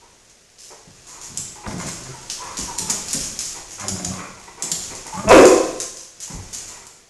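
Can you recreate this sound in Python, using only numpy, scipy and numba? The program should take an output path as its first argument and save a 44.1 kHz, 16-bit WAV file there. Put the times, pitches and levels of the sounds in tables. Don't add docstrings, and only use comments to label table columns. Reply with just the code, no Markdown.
import sys
import numpy as np
from scipy import signal
from scipy.fft import rfft, irfft
from scipy.io import wavfile
from numba import njit

SR = 44100
rng = np.random.default_rng(int(sys.argv[2]) if len(sys.argv) > 2 else 0)


def wav_out(sig):
    wavfile.write(sys.argv[1], SR, np.round(np.clip(np.atleast_2d(sig).T, -1, 1) * 32767).astype(np.int16))


N = 312974
TIME = np.arange(N) / SR


def undb(db):
    return 10 ** (np.asarray(db) / 20)


def unit(x):
    return x / np.sqrt(np.mean(x ** 2) + 1e-18)


def add(out, s, sound):
    start = max(int(s * SR), 0)
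    out[start:start + len(sound)] += sound[:max(N - start, 0)]


def colour(x, points):
    hz, db = np.transpose(points)
    bins = np.maximum(np.fft.rfftfreq(len(x), 1 / SR), 1)
    gain_db = np.interp(np.log(bins), np.log(hz), db)
    return irfft(rfft(x) * undb(gain_db), len(x))


@njit
def svf(x, g, k):
    y, band, low = np.empty(len(x)), 0., 0.
    for i in range(len(x)):
        v = (band + g[i] * (x[i] + 1e-18 - low)) / (1 + g[i] * (g[i] + k[i]))
        band, low, y[i] = 2 * v - band, low + 2 * g[i] * v, k[i] * v
    return y


def resonate(x, hz, width_hz):
    hz = np.minimum(hz, SR * .45) * np.ones(len(x))
    return svf(x, np.tan(np.pi * hz / SR), width_hz / hz)


def throat(x, modes):
    out = 0
    for k, (hz, width, db) in enumerate(modes):
        out = out + (-1) ** k * undb(db) * resonate(x, hz, width)
    return out


def highpass(x, hz):
    return signal.sosfilt(signal.butter(4, hz, "high", fs=SR, output="sos"), x)


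def grains(count, rate, spread_db):
    hit = rng.random(count) < rate / SR
    sign = rng.choice([-1, 1], count)
    size = undb(spread_db * np.clip(rng.standard_normal(count), -2, 2))
    return unit(hit * sign * size)


def swell(length, attack):
    t = np.arange(int(2 * max(length, .005) * SR)) / SR
    return (1 - np.exp(-t / attack)) * np.exp(-(t / length) ** 3)


def fade(x, length):
    t = TIME[:len(x)]
    return x * np.minimum(np.minimum(t, t[::-1]) / length, 1)


def controls(table):
    s, *columns = np.transpose(table)
    t = np.arange(s[0], s[-1], 1 / SR)
    return [np.interp(t, s, c) for c in columns]


def larynx(hz, jitter, shimmer_db, limp, breath):
    chance = rng.standard_normal((256, 2))
    cycle = (np.cumsum(hz) / SR).astype(int)
    phase = np.cumsum(hz * np.exp(jitter * chance[cycle, 0])) / SR
    cycle = phase.astype(int)
    size = undb(shimmer_db * chance[cycle, 1]) * (1 + limp * (-1.) ** cycle)
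    pulses = np.diff(cycle, prepend=0) * size
    puff = np.exp(-(phase % 1) / 0.46)
    air = rng.standard_normal(len(hz)) * puff * size
    return unit(pulses) + breath * unit(air)


# (frequency [Hz], relative density [dB per Hz])
HISS_COLOUR = [(15, -36), (25, -1.5), (298, -1), (340, -12), (386, 6), (1010, -8), (1770, -3.5), (3050, -6),
               (5820, -6), (12000, -15.5), (15600, -40), (22000, -120)]


def hiss():
    return unit(colour(rng.standard_normal(N), HISS_COLOUR)) * undb(-57)


# (time [s], level [dB])
TUSSLE = [(0.0, -59), (0.51, -62.5), (1.38, -48), (1.72, -55), (1.82, -43), (2.19, -48), (3.12, -42.5),
          (3.76, -50), (4.09, -44.5), (4.27, -52), (4.66, -53), (4.78, -43.5), (5.14, -50.5), (5.34, -58),
          (5.46, -34), (6.07, -59.5), (6.62, -47), (7.1, -65)]


def tussle_db(t):
    return np.interp(t, *np.transpose(TUSSLE))


# (frequency [Hz], gain [dB])
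FUR_COLOUR = [(40, 8), (150, 3.5), (400, 1), (1000, -4), (2400, -4.5), (3800, -5.5), (6500, 1.5),
              (11000, -13.5)]
FUR_DB = 6.5


def fur():
    rustle = colour(grains(N, rate=2000, spread_db=-2.0), FUR_COLOUR)
    return unit(rustle) * undb(tussle_db(TIME) + FUR_DB)


STEPS_PER_S, STEP_HZ, STEP_SKID_S = 8.8, 7040, 0.066
STEP_CLAW_DB, STEP_SKID_DB = 14, -2


def light_steps():
    chance = rng.random((100, 3))
    times = (np.arange(len(chance)) + chance[:, 0]) / STEPS_PER_S
    levels = tussle_db(times) + 5 * (chance[:, 1] - .5)
    rings = STEP_HZ * 2 ** (0.33 * (chance[:, 2] - .5))
    return [(s, db + STEP_CLAW_DB, hz, db + STEP_SKID_DB, STEP_SKID_S)
            for s, db, hz in zip(times, levels, rings) if s < N / SR]


# (time [s], length [s], level [dB], mouth resonance [Hz], whine share [0-1])
HUFFS = [(.01, 0.056, -50.5, 930, 0.2), (.701, 0.037, -35, 616, 0.18), (1.069, 0.23, -47, 990, 0.08),
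         (1.553, 0.033, -36, 850, .2), (1.633, 0.071, -35.5, 920, 0.01), (2.102, 0.029, -36, 1337, 0.6),
         (2.129, 0.049, -37, 900, 0.8), (2.37, 0.099, -34, 999, 0.73), (2.414, 0.22, -38.5, 1070, 0.15),
         (2.672, 0.056, -29, 930, 0.72), (2.789, 0.092, -41.5, 886, 0.4), (2.879, 0.053, -31, 756, 0),
         (3.54, 0.05, -36, 790, 0), (3.78, 0.032, -32, 1023, 0.1), (4.107, 0.056, -34, 1096, 1),
         (4.175, 0.097, -34.5, 1210, 0), (4.365, 0.031, -39, 793, 0), (4.471, 0.0287, -36, 873, 0),
         (4.575, .15, -37.5, 756, 0.03), (4.9, 0.048, -34, 710, 0), (5.051, 0.052, -35.5, 766, 0),
         (5.125, 0.019, -19.5, 856, .95), (6.273, 0.13, -42.5, 810, 0), (6.686, .17, -45, 880, 0)]
# (frequency [Hz], width [Hz], gain [dB])
HUFF_THROAT = [(1880, 190, 11.5), (2500, 280, 3.5)]
UPPER_DB, UPPER_WHINE_DB = -6.5, -26


def huffs():
    out, air = np.zeros(N), grains(N, rate=3000, spread_db=1.5)
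    for s, length, db, hz, whine in HUFFS:
        whine = np.clip(whine, 0, 1)
        upper_db = UPPER_DB + UPPER_WHINE_DB * whine
        shape = swell(length, attack=0.0055 + 0.0087 * whine)
        flow = np.roll(air, -int(s * SR))[:len(shape)]
        bent_hz = hz * np.linspace(1.04, .9, len(shape))
        mouth = unit(resonate(resonate(flow, bent_hz, width_hz=900), bent_hz, width_hz=680))
        tone = unit(resonate(resonate(flow, bent_hz, width_hz=58), bent_hz, width_hz=140))
        upper = unit(resonate(throat(flow, HUFF_THROAT), 2200, width_hz=1700))
        chest = unit(resonate(resonate(flow, 534, width_hz=100), 373, width_hz=120))
        huff = np.sqrt(1 - whine) * (mouth + undb(-7) * chest)
        sound = huff + np.sqrt(whine) * tone + undb(upper_db) * upper
        add(out, s, unit(sound) * shape * undb(db))
    return out


# (time [s], length [s], level [dB], body resonance [Hz])
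THUMPS = [(.135, .013, -48, 150), (0.872, 0.04, -42.5, 128), (1.296, 0.063, -41.5, 138),
          (1.376, 0.065, -37.5, 122), (2.58, 0.054, -30.5, 185), (2.597, 0.077, -36, 65),
          (2.793, .07, -32.5, 150), (2.9, .044, -31.5, 215), (3.143, 0.04, -27.5, 202),
          (3.19, .06, -36.5, 50), (4.631, 0.028, -34, 210), (4.714, 0.046, -37.5, 190),
          (4.83, 0.19, -45, 120), (4.912, 0.054, -38, 290), (6.299, 0.096, -37, 174),
          (6.337, 0.069, -29, 57.6)]


def thumps():
    out = np.zeros(N)
    for s, length, db, hz in THUMPS:
        shape = swell(length, attack=0.0014)
        push = rng.standard_normal(SR)[:len(shape)]
        body = resonate(resonate(push, hz, width_hz=.7 * hz), hz, width_hz=2 * hz)
        add(out, s, unit(body) * shape * undb(db))
    return out


# (time [s], first claw peak [dB], claw ring [Hz], skid level [dB], skid length [s])
PAWS = [(.298, -43, 6200, -49.5, 0.019), (0.585, -34, 5370, -43.5, 0.14), (1.067, -48, 7200, -43, 0.11),
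        (1.213, -37, 6900, -37, 0.067), (1.374, -6.5, 7000, -39.5, 0.066), (1.675, -25, 5270, -41.5, 0.081),
        (1.782, -30, 7360, -35, 0.051), (1.864, -33, 7900, -32.5, 0.068), (2.2995, -12.5, 5170, -28, 0.039),
        (2.57, -17, 5530, -28, 0.075), (2.781, -19, 6200, -27, 0.016), (2.786, -4, 6960, -44, .03),
        (2.8986, -5.5, 6950, -18, 0.015), (3.083, -25, 5300, -28.5, 0.097), (3.131, -6, 7700, -20.5, 0.019),
        (3.205, -16, 5700, -29, 0.073), (3.39, -8.5, 5940, -28, 0.059), (3.454, -15.5, 7150, -35.5, 0.11),
        (3.707, -32.5, 6300, -36.5, 0.06), (3.797, -27, 6540, -33.5, 0.035),
        (3.883, -7.5, 6800, -23.5, 0.019), (4.046, -23, 6200, -21.5, 0.0087),
        (4.623, -10.5, 7440, -26, 0.029), (4.7163, -3.5, 6140, -23, 0.0088),
        (4.822, -21.5, 6700, -35.5, 0.055), (4.952, -19, 6600, -44.5, .022),
        (5.066, -27, 7400, -38.5, 0.034), (5.131, -33.5, 7500, -40.5, 0.18),
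        (5.288, -33, 5660, -22.5, 0.17), (5.453, -19, 7450, -19.5, 0.03), (5.8012, -15.5, 6500, -25, 0.03),
        (5.97, -28, 6000, -40, .085), (6.202, -38.5, 6530, -34.5, 0.036), (6.226, -24, 6440, -34.5, 0.049),
        (6.299, -35, 6700, -40.5, 0.069), (6.529, -26, 6800, -30, 0.039), (6.581, -28, 7000, -35, .03),
        (6.679, -38, 7000, -43, 0.094), (6.868, -26, 6600, -50, 0.019)]
TOE_FALL_DB, TOE_GAP_S, TOE_SCATTER_S = 7.5, .003, .005


def claws(paws):
    out, t = np.zeros(N), np.arange(256) / SR
    for s, db, hz, _, _ in paws:
        for toe in range(3):
            lag, own = rng.random(), rng.standard_normal()
            contact = rng.standard_normal(len(t)) * np.exp(-t / 0.0016)
            ring = resonate(contact, hz * (1 + 0.082 * own), width_hz=2060)
            tick = resonate(ring, hz, width_hz=46000) + 0.066 * contact
            tick = tick / np.abs(tick).max()
            landing = s + toe * (TOE_GAP_S + TOE_SCATTER_S * lag)
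            add(out, landing, tick * undb(db - TOE_FALL_DB * toe))
    return out


# (frequency [Hz], gain [dB])
SKID_COLOUR = [(300, -21), (1000, -15), (2500, -11), (3800, -10), (5200, -3.5), (6800, 2.5), (8500, -6.5),
               (11500, -11.5), (14000, -23)]


def skids(paws):
    out = np.zeros(N)
    slips = grains(N, rate=1500, spread_db=5)
    rattle = colour(slips, SKID_COLOUR)
    for s, _, hz, db, length in paws:
        shape = swell(length, attack=.0006)
        bite = 1 + 0.63 * np.exp(-TIME[:len(shape)] / 0.0022)
        scrape = np.roll(rattle, -int(s * SR))[:len(shape)]
        ring = resonate(scrape, hz, width_hz=1640)
        add(out, s, unit(scrape + undb(-5) * ring) * shape * bite * undb(db))
    return out


# (time [s], level [dB], pitch [Hz])
GROWLS = [
    [(1.645, -51, 211.6), (1.679, -25.5, 211.7), (1.713, -31, 205.2), (1.745, -27, 174),
     (1.787, -28.5, 174.9), (1.821, -34.5, 169.5), (1.855, -25.5, 168.8), (1.91, -36, 175.7)],
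    [(2.005, -37.5, 131.4), (2.067, -40, 128.7), (2.125, -38, 132)],
    [(3.79, -41.5, 203.1), (3.86, -33.5, 203.2), (3.904, -31, 187.3), (3.938, -28, 192.7),
     (3.98, -38, 176.5), (4.022, -30.5, 175.7), (4.044, -32.5, 175.8), (4.106, -27, 193.9),
     (4.152, -36.5, 188), (4.186, -32.5, 187), (4.22, -35.5, 186)],
    [(5.13, -40, 171.2), (5.144, -29, 169), (5.226, -29.5, 217), (5.268, -23.5, 213), (5.3, -14, 213)],
]
# (middle mouth resonance [Hz], deepest alternation [0-1], upper resonances [dB])
GROWL_VOICES = [(486, .5, 4.5), (340, .2, 5), (390, 0.8, 1.5), (570, .3, -5.5)]
GROWL_ROUGHNESS = [(.038, .25), (.04, .25), (.032, .22), (.035, .22)]
# (frequency [Hz], width [Hz], gain [dB])
GROWL_THROAT = [(1016, 130, -5), (1590, 220, -13), (2090, 204, -12)]
MOUTH_OCT_PER_DB = -0.45
SPLIT_FROM_HZ, SPLIT_FULL_HZ = 125, 208
GROWL_FADE_S = 0.016


def growls():
    out = np.zeros(N)
    for table, voicing, (jitter, air) in zip(GROWLS, GROWL_VOICES, GROWL_ROUGHNESS):
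        middle_mouth_hz, split, upper_db = voicing
        db, hz = controls(table)
        mouth_hz = middle_mouth_hz * 2 ** (MOUTH_OCT_PER_DB * (db - db.mean()))
        limp = np.interp(hz, [SPLIT_FROM_HZ, SPLIT_FULL_HZ], [0, split])
        source = larynx(hz, jitter=jitter, shimmer_db=3, limp=np.clip(limp, 0, 1), breath=air)
        chest = resonate(source, 141.6, width_hz=72)
        chest = colour(chest, [(35, -6.5), (85, 4.5), (160, 3), (230, 3), (300, 4.0), (1000, -34.5)])
        mouth = undb(-.5) * resonate(resonate(source, mouth_hz, width_hz=110), mouth_hz, width_hz=200)
        pharynx = undb(-6) * resonate(resonate(source, 650, width_hz=120), 650, width_hz=220)
        upper = throat(source, GROWL_THROAT) * np.minimum(mouth_hz / 490, 1) ** 4
        voice = chest + mouth + pharynx + undb(upper_db) * upper
        voice = colour(voice, [(2400, -17.5), (4000, -9.5), (9000, -29.5)])
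        add(out, table[0][0], fade(unit(voice), GROWL_FADE_S) * undb(db))
    return out


# (time [s], pitch [Hz], level [dB], jaw resonance [Hz])
BARK = [(5.27, 217.8, -25.5, 680), (5.295, 218.8, -13, 625), (5.313, 262.3, -1.5, 584),
        (5.338, 175.9, 1, 496), (5.365, 160.2, -.5, 387), (5.415, 192.2, -9, 381), (5.448, 258, -7.5, 476),
        (5.468, 172.8, -16, 380), (5.495, 153.6, -31, 340)]
# (frequency [Hz], width [Hz], gain with half-open jaws [dB])
BARK_THROAT = [(950, 103, -9.5), (1695, 230, -38), (1850, 1700, -35.5), (2613, 143, -19),
               (3140, 350, -31.5), (4630, 740, -33)]
JAW_HALF_OPEN_HZ = 424


def bark():
    hz, db, jaw_hz = controls(BARK)
    source = larynx(hz, jitter=.02, shimmer_db=2.5, limp=.3, breath=.17)
    jaw = resonate(resonate(source, jaw_hz, width_hz=238), jaw_hz, width_hz=585)
    upper = throat(source, BARK_THROAT) * (jaw_hz / JAW_HALF_OPEN_HZ) ** 2
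    voice = highpass(jaw + upper, hz=243)
    voice = colour(voice, [(2800, -11), (4200, -22.5), (9000, -9.0)])
    out = np.zeros(N)
    add(out, BARK[0][0], unit(voice) * undb(db))
    return out


# (frequency [Hz], time to fall 60 dB [s], gain [dB])
ROOM_MODES = [(273.3, 0.52, 8), (307, 0.61, 10), (372, 0.39, 10), (389.3, 0.62, 9.5), (521.2, 0.83, 9),
              (587, 0.51, 4), (1047, 0.93, 11.5)]


def standing_waves(x):
    out = 0
    for hz, t60, db in ROOM_MODES:
        width_hz = np.log(1000) / np.pi / t60
        out = out + undb(db) * resonate(x, hz, width_hz)
    return out


# (frequency [Hz], time to fall 60 dB [s])
ROOM_T60 = [(60, 0.73), (250, 0.73), (600, 0.76), (2000, 0.69), (6500, 0.65), (12000, 0.58)]


def room():
    t = TIME[:int(1.3 * SR)]
    spectrum = np.exp(2j * np.pi * rng.random(len(t) // 2 + 1))
    octave = np.log2(np.maximum(np.fft.rfftfreq(len(t), 1 / SR), 1))
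    hz, t60 = np.transpose(ROOM_T60)
    tail = np.zeros(len(t))
    for band, decay in zip(np.eye(len(hz)), t60):
        share = np.interp(octave, np.log2(hz), band)
        tail += irfft(spectrum * share, len(t)) * 1000 ** (-t / decay)
    tail *= 1 - np.exp(-t / 0.00083)
    return tail / np.linalg.norm(tail)


def in_room(x, direct_db, room_db):
    return x * undb(direct_db) + signal.fftconvolve(x, room())[:N] * undb(room_db)


PLACES = 3


def scene():
    call, paws = bark(), PAWS + light_steps()
    bodies = in_room(fur(), -2.5, -3.5) + in_room(thumps(), -2.2, -3.1)
    feet = np.zeros(N)
    for k in range(PLACES):
        here = paws[k::PLACES]
        feet += in_room(skids(here) + claws(here), -0.91, 0.77)
    voices = in_room(huffs(), -3.5, -1.6) + in_room(growls(), -1.2, -2.5)
    voices += in_room(call, -0.65, -3) + standing_waves(call)
    return (hiss() + bodies + feet + voices)[None]


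DULL_ABOVE_HZ, TOP_HZ = 11900, 15400


def record(dry):
    heard = signal.sosfilt(signal.ellip(8, .2, 60, DULL_ABOVE_HZ, fs=SR, output="sos"), dry)
    ceiling = .71
    clipped = heard / (1 + (heard / ceiling) ** 8) ** (1 / 8)
    clipped = colour(clipped[0], [(11000, 0), (13000, -7)])[None]
    return signal.sosfilt(signal.ellip(8, .2, 70, TOP_HZ, fs=SR, output="sos"), clipped)


dry = scene()
out = record(dry)
wav_out(out)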